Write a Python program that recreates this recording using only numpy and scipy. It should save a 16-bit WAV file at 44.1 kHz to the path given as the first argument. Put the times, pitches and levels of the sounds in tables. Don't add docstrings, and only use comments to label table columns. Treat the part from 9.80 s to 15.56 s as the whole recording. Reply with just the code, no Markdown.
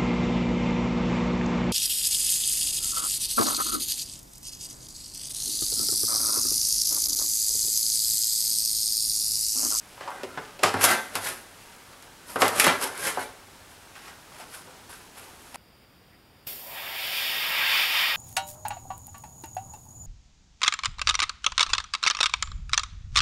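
import sys
import numpy as np
from scipy import signal
from scipy.fft import rfft, irfft, next_fast_len
from scipy.io import wavfile
from scipy.ndimage import uniform_filter1d

SR = 44100
rng = np.random.default_rng(int(sys.argv[2]) if len(sys.argv) > 2 else 0)


def output_pcm(signal):
    pcm = np.clip(np.atleast_2d(signal).T, -1, 1) * 32767
    wavfile.write(sys.argv[1], SR, np.round(pcm).astype(np.int16))


N = 254016
RING = SR // 3

# (frequency [Hz], relative level per Hz [dB])
RASP_SPECTRUM = [(1060, -16), (1800, 1.5), (2630, 1.5), (2950, 0.5), (3830, -4), (5400, -5), (5930, -10),
                 (8000, -8), (10400, -41), (17600, -120)]
# (frequency [Hz], relative level per Hz [dB])
HISS_SPECTRUM = [(2940, -12), (5000, -5), (6170, -6), (7530, -5), (8850, -3), (10300, 2.5), (11000, -2),
                 (11700, -2), (12400, -7), (14100, -14), (15600, -25)]


def from_db(db):
    return 10 ** (np.asarray(db) / 20)


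def rms_one(x):
    return x / np.sqrt(np.mean(x ** 2) + 1e-20)


def at_hz(points, hz, axis=1):
    points = np.array(points)
    return np.interp(np.log(hz), np.log(points[:, 0]), points[:, axis])


def coloured(x, spectrum):
    size = next_fast_len(len(x))
    hz = np.maximum(np.arange(size // 2 + 1) * SR / size, 1)
    gain = from_db(at_hz(spectrum, hz))
    return irfft(rfft(x, size) * gain, size)[:len(x)]


def dying(t60, count):
    return from_db(-60 * np.arange(count) / SR / np.asarray(t60)[..., None])


def ringing_sines(hz):
    return np.sin(2 * np.pi * hz[:, None] * np.arange(RING) / SR)


def drift(per_s):
    size = round(SR / per_s)
    smooth = uniform_filter1d(rng.standard_normal(N), size=size)
    return rms_one(uniform_filter1d(smooth, size=size))


def background():
    # (frequency [Hz], relative level per Hz [dB])
    floor_spectrum = [(12, -30), (20, 1), (95, 4), (633, -1.5), (910, 1), (1020, -3), (1380, -1.5),
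                      (1930, -6), (3980, -8), (10300, -11.5), (12100, -14.5), (15600, -20)]
    # (frequency [Hz], middle peak level [dB])
    hums = [(96, -71), (257, -67.5)]
    floor_db = -51
    out = from_db(floor_db) * rms_one(coloured(rng.standard_normal(N), floor_spectrum))
    for hz, level_db in hums:
        waver_db = 2.7 * drift(7.4)
        out += from_db(level_db + waver_db) * np.sin(2 * np.pi * hz * np.arange(N) / SR)
    return out


def sheet(count=300):
    # (frequency [Hz], relative level [dB], t60 [s])
    strong_modes = [(265.8, 1.5, 0.48), (364, -10, 0.56), (392.4, 3.5, 0.41), (439.5, 0, 0.89),
                    (555.5, 2.5, 0.38), (743, 0, 0.14), (755, -7.5, 0.18), (930, 7, 0.04), (976, 3, 0.045),
                    (1112, -4.5, 0.25), (1232, 1, 0.076), (1355, -3.5, 0.85), (1453, 5.5, 0.086),
                    (1560, 4, 0.5), (1650, -3, 0.13), (1727, 6.5, 0.035), (2030, -4.5, 0.27),
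                    (2087, -7, 0.19), (2419, -8.5, 0.59), (3060, -13, .2), (4130, -24, 0.098)]
    # (frequency [Hz], relative level [dB], t60 [s])
    crowd_trend = [(81, -17, 0.38), (185, -11.5, 0.8), (480, -9.5, 0.69), (1340, -3, 0.48),
                   (2570, -9.5, 0.14), (5050, -15.5, 0.22), (9050, -22, .15)]
    crowd_hz = np.geomspace(80, 9000, count) * rng.uniform(.99, 1.01, count)
    strong_hz, strong_db, strong_t60 = np.transpose(strong_modes)
    hz = np.r_[strong_hz, crowd_hz]
    gain = from_db(np.r_[strong_db, at_hz(crowd_trend, crowd_hz)])
    t60 = np.r_[strong_t60, at_hz(crowd_trend, crowd_hz, axis=2)]
    return hz, gain[:, None] * dying(t60, RING) * ringing_sines(hz)


def meeting(count):
    return rng.choice([-1, 1], count) * from_db(2.7 * rng.standard_normal(count))


def grit(per_s, spread_db):
    clumps = rms_one(uniform_filter1d(rng.standard_normal(N), size=SR // 150))
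    unevenness = np.minimum(rng.exponential(1, N), 5)
    sizes = from_db(spread_db * unevenness + 1.56 * clumps)
    slipping = rng.random(N) < per_s / SR
    return rms_one(sizes * rng.choice([-1, 1], N) * slipping)


def stroke_levels():
    # (time of the top [s], rise [s], fall [s],
    # sheet level [dB], its upper modes relative to that [dB], rasp level [dB], fine hiss level [dB])
    strokes = [(.13, 0.27, .3, -72, -17, -57, -59), (.232, 0.07, 0.14, -47.5, 0.5, -48, -68),
               (.36, 0.23, 0.54, -45, -6.5, -56, -57.5), (.646, 0.3, 0.28, -54, -23, -51.5, -63),
               (0.872, 0.058, 0.088, -29, -11, -28.5, -39.5), (1.018, 0.024, .08, -33, -6, -42, -29),
               (1.047, 0.036, 0.041, -25.5, 4, -28, -19.5), (1.118, .15, 0.079, -24, 1.5, -34.5, -28),
               (1.371, 0.068, .05, -35, -6, -37.5, -42), (1.465, 0.089, .14, -36, 0, -38, -32),
               (1.8, 0.23, 0.74, -57, -14, -57, -58.5), (2.118, .04, 0.033, -52, -20, -64, -75),
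               (2.234, 0.037, .08, -54, -14, -57, -68), (2.497, 0.045, 0.19, -47, -4, -51, -42.5),
               (2.61, 0.028, 0.075, -26.5, -6, -42, -29.5), (2.659, 0.071, 0.076, -26.5, -3, -32, -37),
               (2.797, 0.095, 0.18, -29.5, -7, -34, -28), (2.871, 0.11, 0.09, -22, 0.5, -23.5, -49),
               (3.031, 0.038, 0.078, -28, -3, -32, -28), (3.274, 0.14, 0.096, -33, 4, -36.5, -28.5),
               (3.414, 0.07, 0.088, -40.5, 1.5, -54, -41.5), (3.914, 0.036, .12, -62, -5, -61, -56),
               (4.166, 0.043, .12, -53, -11, -51, -55.5), (4.284, 0.16, 0.08, -57, 9, -51.5, -55),
               (4.61, 0.17, 0.09, -49, -2.5, -49, -50.5), (4.748, 0.074, 0.12, -47.5, -18, -47, -43),
               (4.93, 0.21, 0.25, -56, -14, -60, -68), (5.105, 0.023, 0.22, -57, 2, -53, -49),
               (5.378, 0.033, 0.2, -48, -18, -49, -49.5), (5.73, 0.65, 0.17, -57, -8, -61, -57.5)]
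    follows = [.8, .9, 1.1, 1.15]
    # level [dB] of sheet, upper modes, rasp, hiss
    resting_db = [-62.5, -64, -64.5, -73.5]
    swell_range_db = 20
    roundness = 1.09
    power = np.tile(from_db(resting_db)[:, None] ** 2, (1, N))
    for s, rise_s, fall_s, sheet_db, upper_db, rasp_db, hiss_db in strokes:
        late = np.arange(N) / SR - s
        distance = np.maximum(-late / rise_s, late / fall_s)
        swell_db = -swell_range_db * distance ** roundness
        peaks = from_db([sheet_db, sheet_db + upper_db, rasp_db, hiss_db])
        near = swell_db > -4 * swell_range_db
        power[:, near] += (peaks[:, None] * from_db(np.outer(follows, swell_db[near]))) ** 2
    return 10 * np.log10(power)


def rail_song(slips):
    # (frequency [Hz], bandwidth [Hz], middle relative level [dB])
    rail_modes = [(5200, 160, 4), (7730, 180, -12), (8150, 200, -4), (8600, 200, 7), (9100, 190, 5),
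                  (11470, 190, 8), (11600, 260, -18), (12400, 220, -10.5)]
    out = 0
    for hz, width_hz, level_db in rail_modes:
        b, a = signal.iirpeak(hz, hz / width_hz, SR)
        swell = from_db(level_db + 5 * drift(10))
        out = out + swell * rms_one(signal.lfilter(b, a, slips))
    return rms_one(out)


def rubbing(hz, rings):
    split_hz = 1430
    rub_low_hz = 398
    rail_db = -12.5
    sheet_db, upper_db, rasp_db, hiss_db = stroke_levels()
    slips = grit(2500, spread_db=2.5)
    upper = 1 / (1 + (split_hz / hz) ** 4)
    lower = (1 - upper) / (1 + (rub_low_hz / hz) ** 2)
    rings = rings[:, :RING // 2] * dying(0.17, RING // 2)
    step = SR // 14
    fade = np.sqrt(np.hanning(2 * step))
    boom = np.zeros(N + RING)
    for at in range(0, N - step, step):
        for share, level_db in ((lower, sheet_db), (upper, upper_db)):
            response = (meeting(len(hz)) * share) @ rings
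            drive = from_db(level_db[at:at + 2 * step]) * slips[at:at + 2 * step]
            part = signal.fftconvolve(drive * fade[:len(drive)], response)
            boom[at:at + len(part)] += part / np.sqrt(np.sum(response ** 2))
    rasp = from_db(rasp_db) * rms_one(coloured(grit(4000, spread_db=3), RASP_SPECTRUM))
    fine = grit(6500, spread_db=0.0)
    fine_hiss = rms_one(coloured(fine, HISS_SPECTRUM))
    hiss = from_db(hiss_db) * (fine_hiss + from_db(rail_db) * rail_song(fine))
    return boom[:N] + rasp + hiss


def chatter(count=5):
    touches = np.zeros(RING)
    touches[0] = 1
    touch_at = (rng.uniform(.004, .04, count) * SR).astype(int)
    touches[touch_at] = 0.31 * rng.uniform(-0.99, 1, count)
    return touches


def snap(spectrum, t60):
    envelope = dying(t60, RING) + 0.26 * dying(0.18, RING)
    burst = coloured(rng.standard_normal(RING), spectrum) * envelope
    return burst / burst[:150].std()


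def knocks(hz, rings):
    # (time [s], peak level of the boom [dB], pitch [Hz], width [octaves],
    # clack level at its start [dB], tick level at its start [dB])
    blows = [(.176, -36, 885, .54, -65, -63), (0.208, -28, 1090, 2.8, -44.5, -59),
             (.276, -25, 870, 0.53, -45, -61), (.304, -32, 950, .65, -51, -48),
             (.433, -23.5, 470, 0.68, -37.5, -45), (.574, -21, 1300, 3.3, -50.5, -66),
             (.792, -34, 533, 0.55, -41.5, -47), (.831, -11, 527, 1.2, -28, -43),
             (.835, -10.5, 1080, .73, -17, -20.5), (.940, -11.5, 585, 3.1, -45, -38),
             (1.011, -19.5, 1800, .8, -30.5, -28), (1.033, -19, 1600, 1.2, -29, -24),
             (1.041, -14, 900, 1.3, -23, -12.5), (1.050, -44, 1500, .9, -34, -18),
             (1.056, -35, 1200, .82, -35, -19), (1.354, -20.5, 1040, 0.81, -27.5, -26),
             (2.128, -46, 1180, 0.1, -53, -63), (2.225, -45, 503, 0.82, -51, -48),
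             (2.558, -15, 740, 1.8, -39, -40), (2.619, -8.5, 710, 1.2, -17.5, -24),
             (2.68, -35, 1260, 0.74, -31, -24), (2.798, -13.5, 2570, 0.21, -18.5, -11.5),
             (2.843, -15, 2300, 0.43, -20.5, -18.5), (2.866, -8, 890, 4.5, -36, -22),
             (3.013, -26, 1166, 0.37, -41, -33), (3.177, -54, 1200, 0.87, -58, -36),
             (3.372, -15.5, 700, 1.1, -56, -49), (3.383, -32, 1520, .06, -60, -56),
             (3.393, -40, 577, 0.26, -47, -43), (4.154, -41, 1240, .76, -46, -60),
             (4.280, -39.5, 820, 0.43, -48, -60), (4.598, -36, 740, .57, -49, -55),
             (4.74, -39.5, 1530, 0.087, -61, -55), (4.872, -41.5, 594, .6, -58, -62),
             (5.095, -40.5, 1020, .5, -61, -48), (5.129, -38.5, 1540, 0.32, -54, -52),
             (5.744, -32, 710, 0.88, -41, -42.5), (5.756, -30, 1000, 0.91, -44, -42)]
    hands_t60_s = 0.39
    pure_octaves = 0.12
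    punch, punch_t60_s = 0.8, 0.11
    out = np.zeros(N + RING)
    for s, peak_db, pitch_hz, octaves, clack_db, tick_db in blows:
        t60 = hands_t60_s * (1 + pure_octaves / octaves)
        favour = 1 / (1 + (np.log2(hz / pitch_hz) / octaves) ** 2)
        damping = dying(t60, RING) + punch * dying(punch_t60_s, RING)
        boom = (meeting(len(hz)) * favour) @ rings * damping
        boom = boom * (1 - dying(0.0056, RING))
        boom = signal.fftconvolve(boom, chatter())[:RING]
        boom = from_db(peak_db) * boom / np.abs(boom).max()
        clack = from_db(clack_db) * snap(RASP_SPECTRUM, 0.077)
        tick = from_db(tick_db) * snap(HISS_SPECTRUM, 0.011)
        at = round(s * SR)
        out[at:at + RING] += boom + clack + tick
    return out[:N]


def thuds():
    # (time [s], strength of the push [dB])
    bench_pushes = [(.435, -40), (0.573, -42), (0.833, -24), (.941, -19), (1.046, -26), (1.355, -30),
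                    (2.56, -32), (2.622, -26.5), (2.868, -26.5), (3.375, -40)]
    # (frequency [Hz], relative level [dB], t60 [s])
    bench_modes = [(99, -10.5, 0.41), (161.5, -9.5, 0.13), (268, -8, 0.29)]
    hz, level_db, t60 = np.transpose(bench_modes)
    ring = from_db(level_db) @ (dying(t60, RING) * ringing_sines(hz))
    ring = ring * (1 - dying(0.055, RING))
    pushes = np.zeros(N)
    for s, push_db in bench_pushes:
        pushes[round(s * SR)] = from_db(push_db)
    return signal.fftconvolve(pushes, ring)[:N]


def room(x):
    t60_s, treble_cut_hz = 0.66, 14400
    echoes = rng.standard_normal(SR // 2) * dying(t60_s, SR // 2)
    echoes[:round(.006 * SR)] = 0
    echoes = signal.sosfilt(signal.butter(1, treble_cut_hz, fs=SR, output="sos"), echoes)
    return signal.fftconvolve(x, echoes / np.sqrt(np.sum(echoes ** 2)))[:N]


def scene():
    sheet_low_hz = 88
    room_db = -14.5
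    hz, rings = sheet()
    cover = rubbing(hz, rings) + knocks(hz, rings) + thuds()
    cover = signal.sosfilt(signal.butter(2, sheet_low_hz, "high", fs=SR, output="sos"), cover)
    return np.tile(cover + from_db(room_db) * room(cover) + background(), (2, 1))


def record(dry):
    cutoff_hz = 15750
    rounded = 1.2 * np.tanh(dry / 1.2)
    return signal.sosfilt(signal.ellip(12, .3, 80, cutoff_hz, fs=SR, output="sos"), rounded)


dry = scene()
out = record(dry)
output_pcm(out)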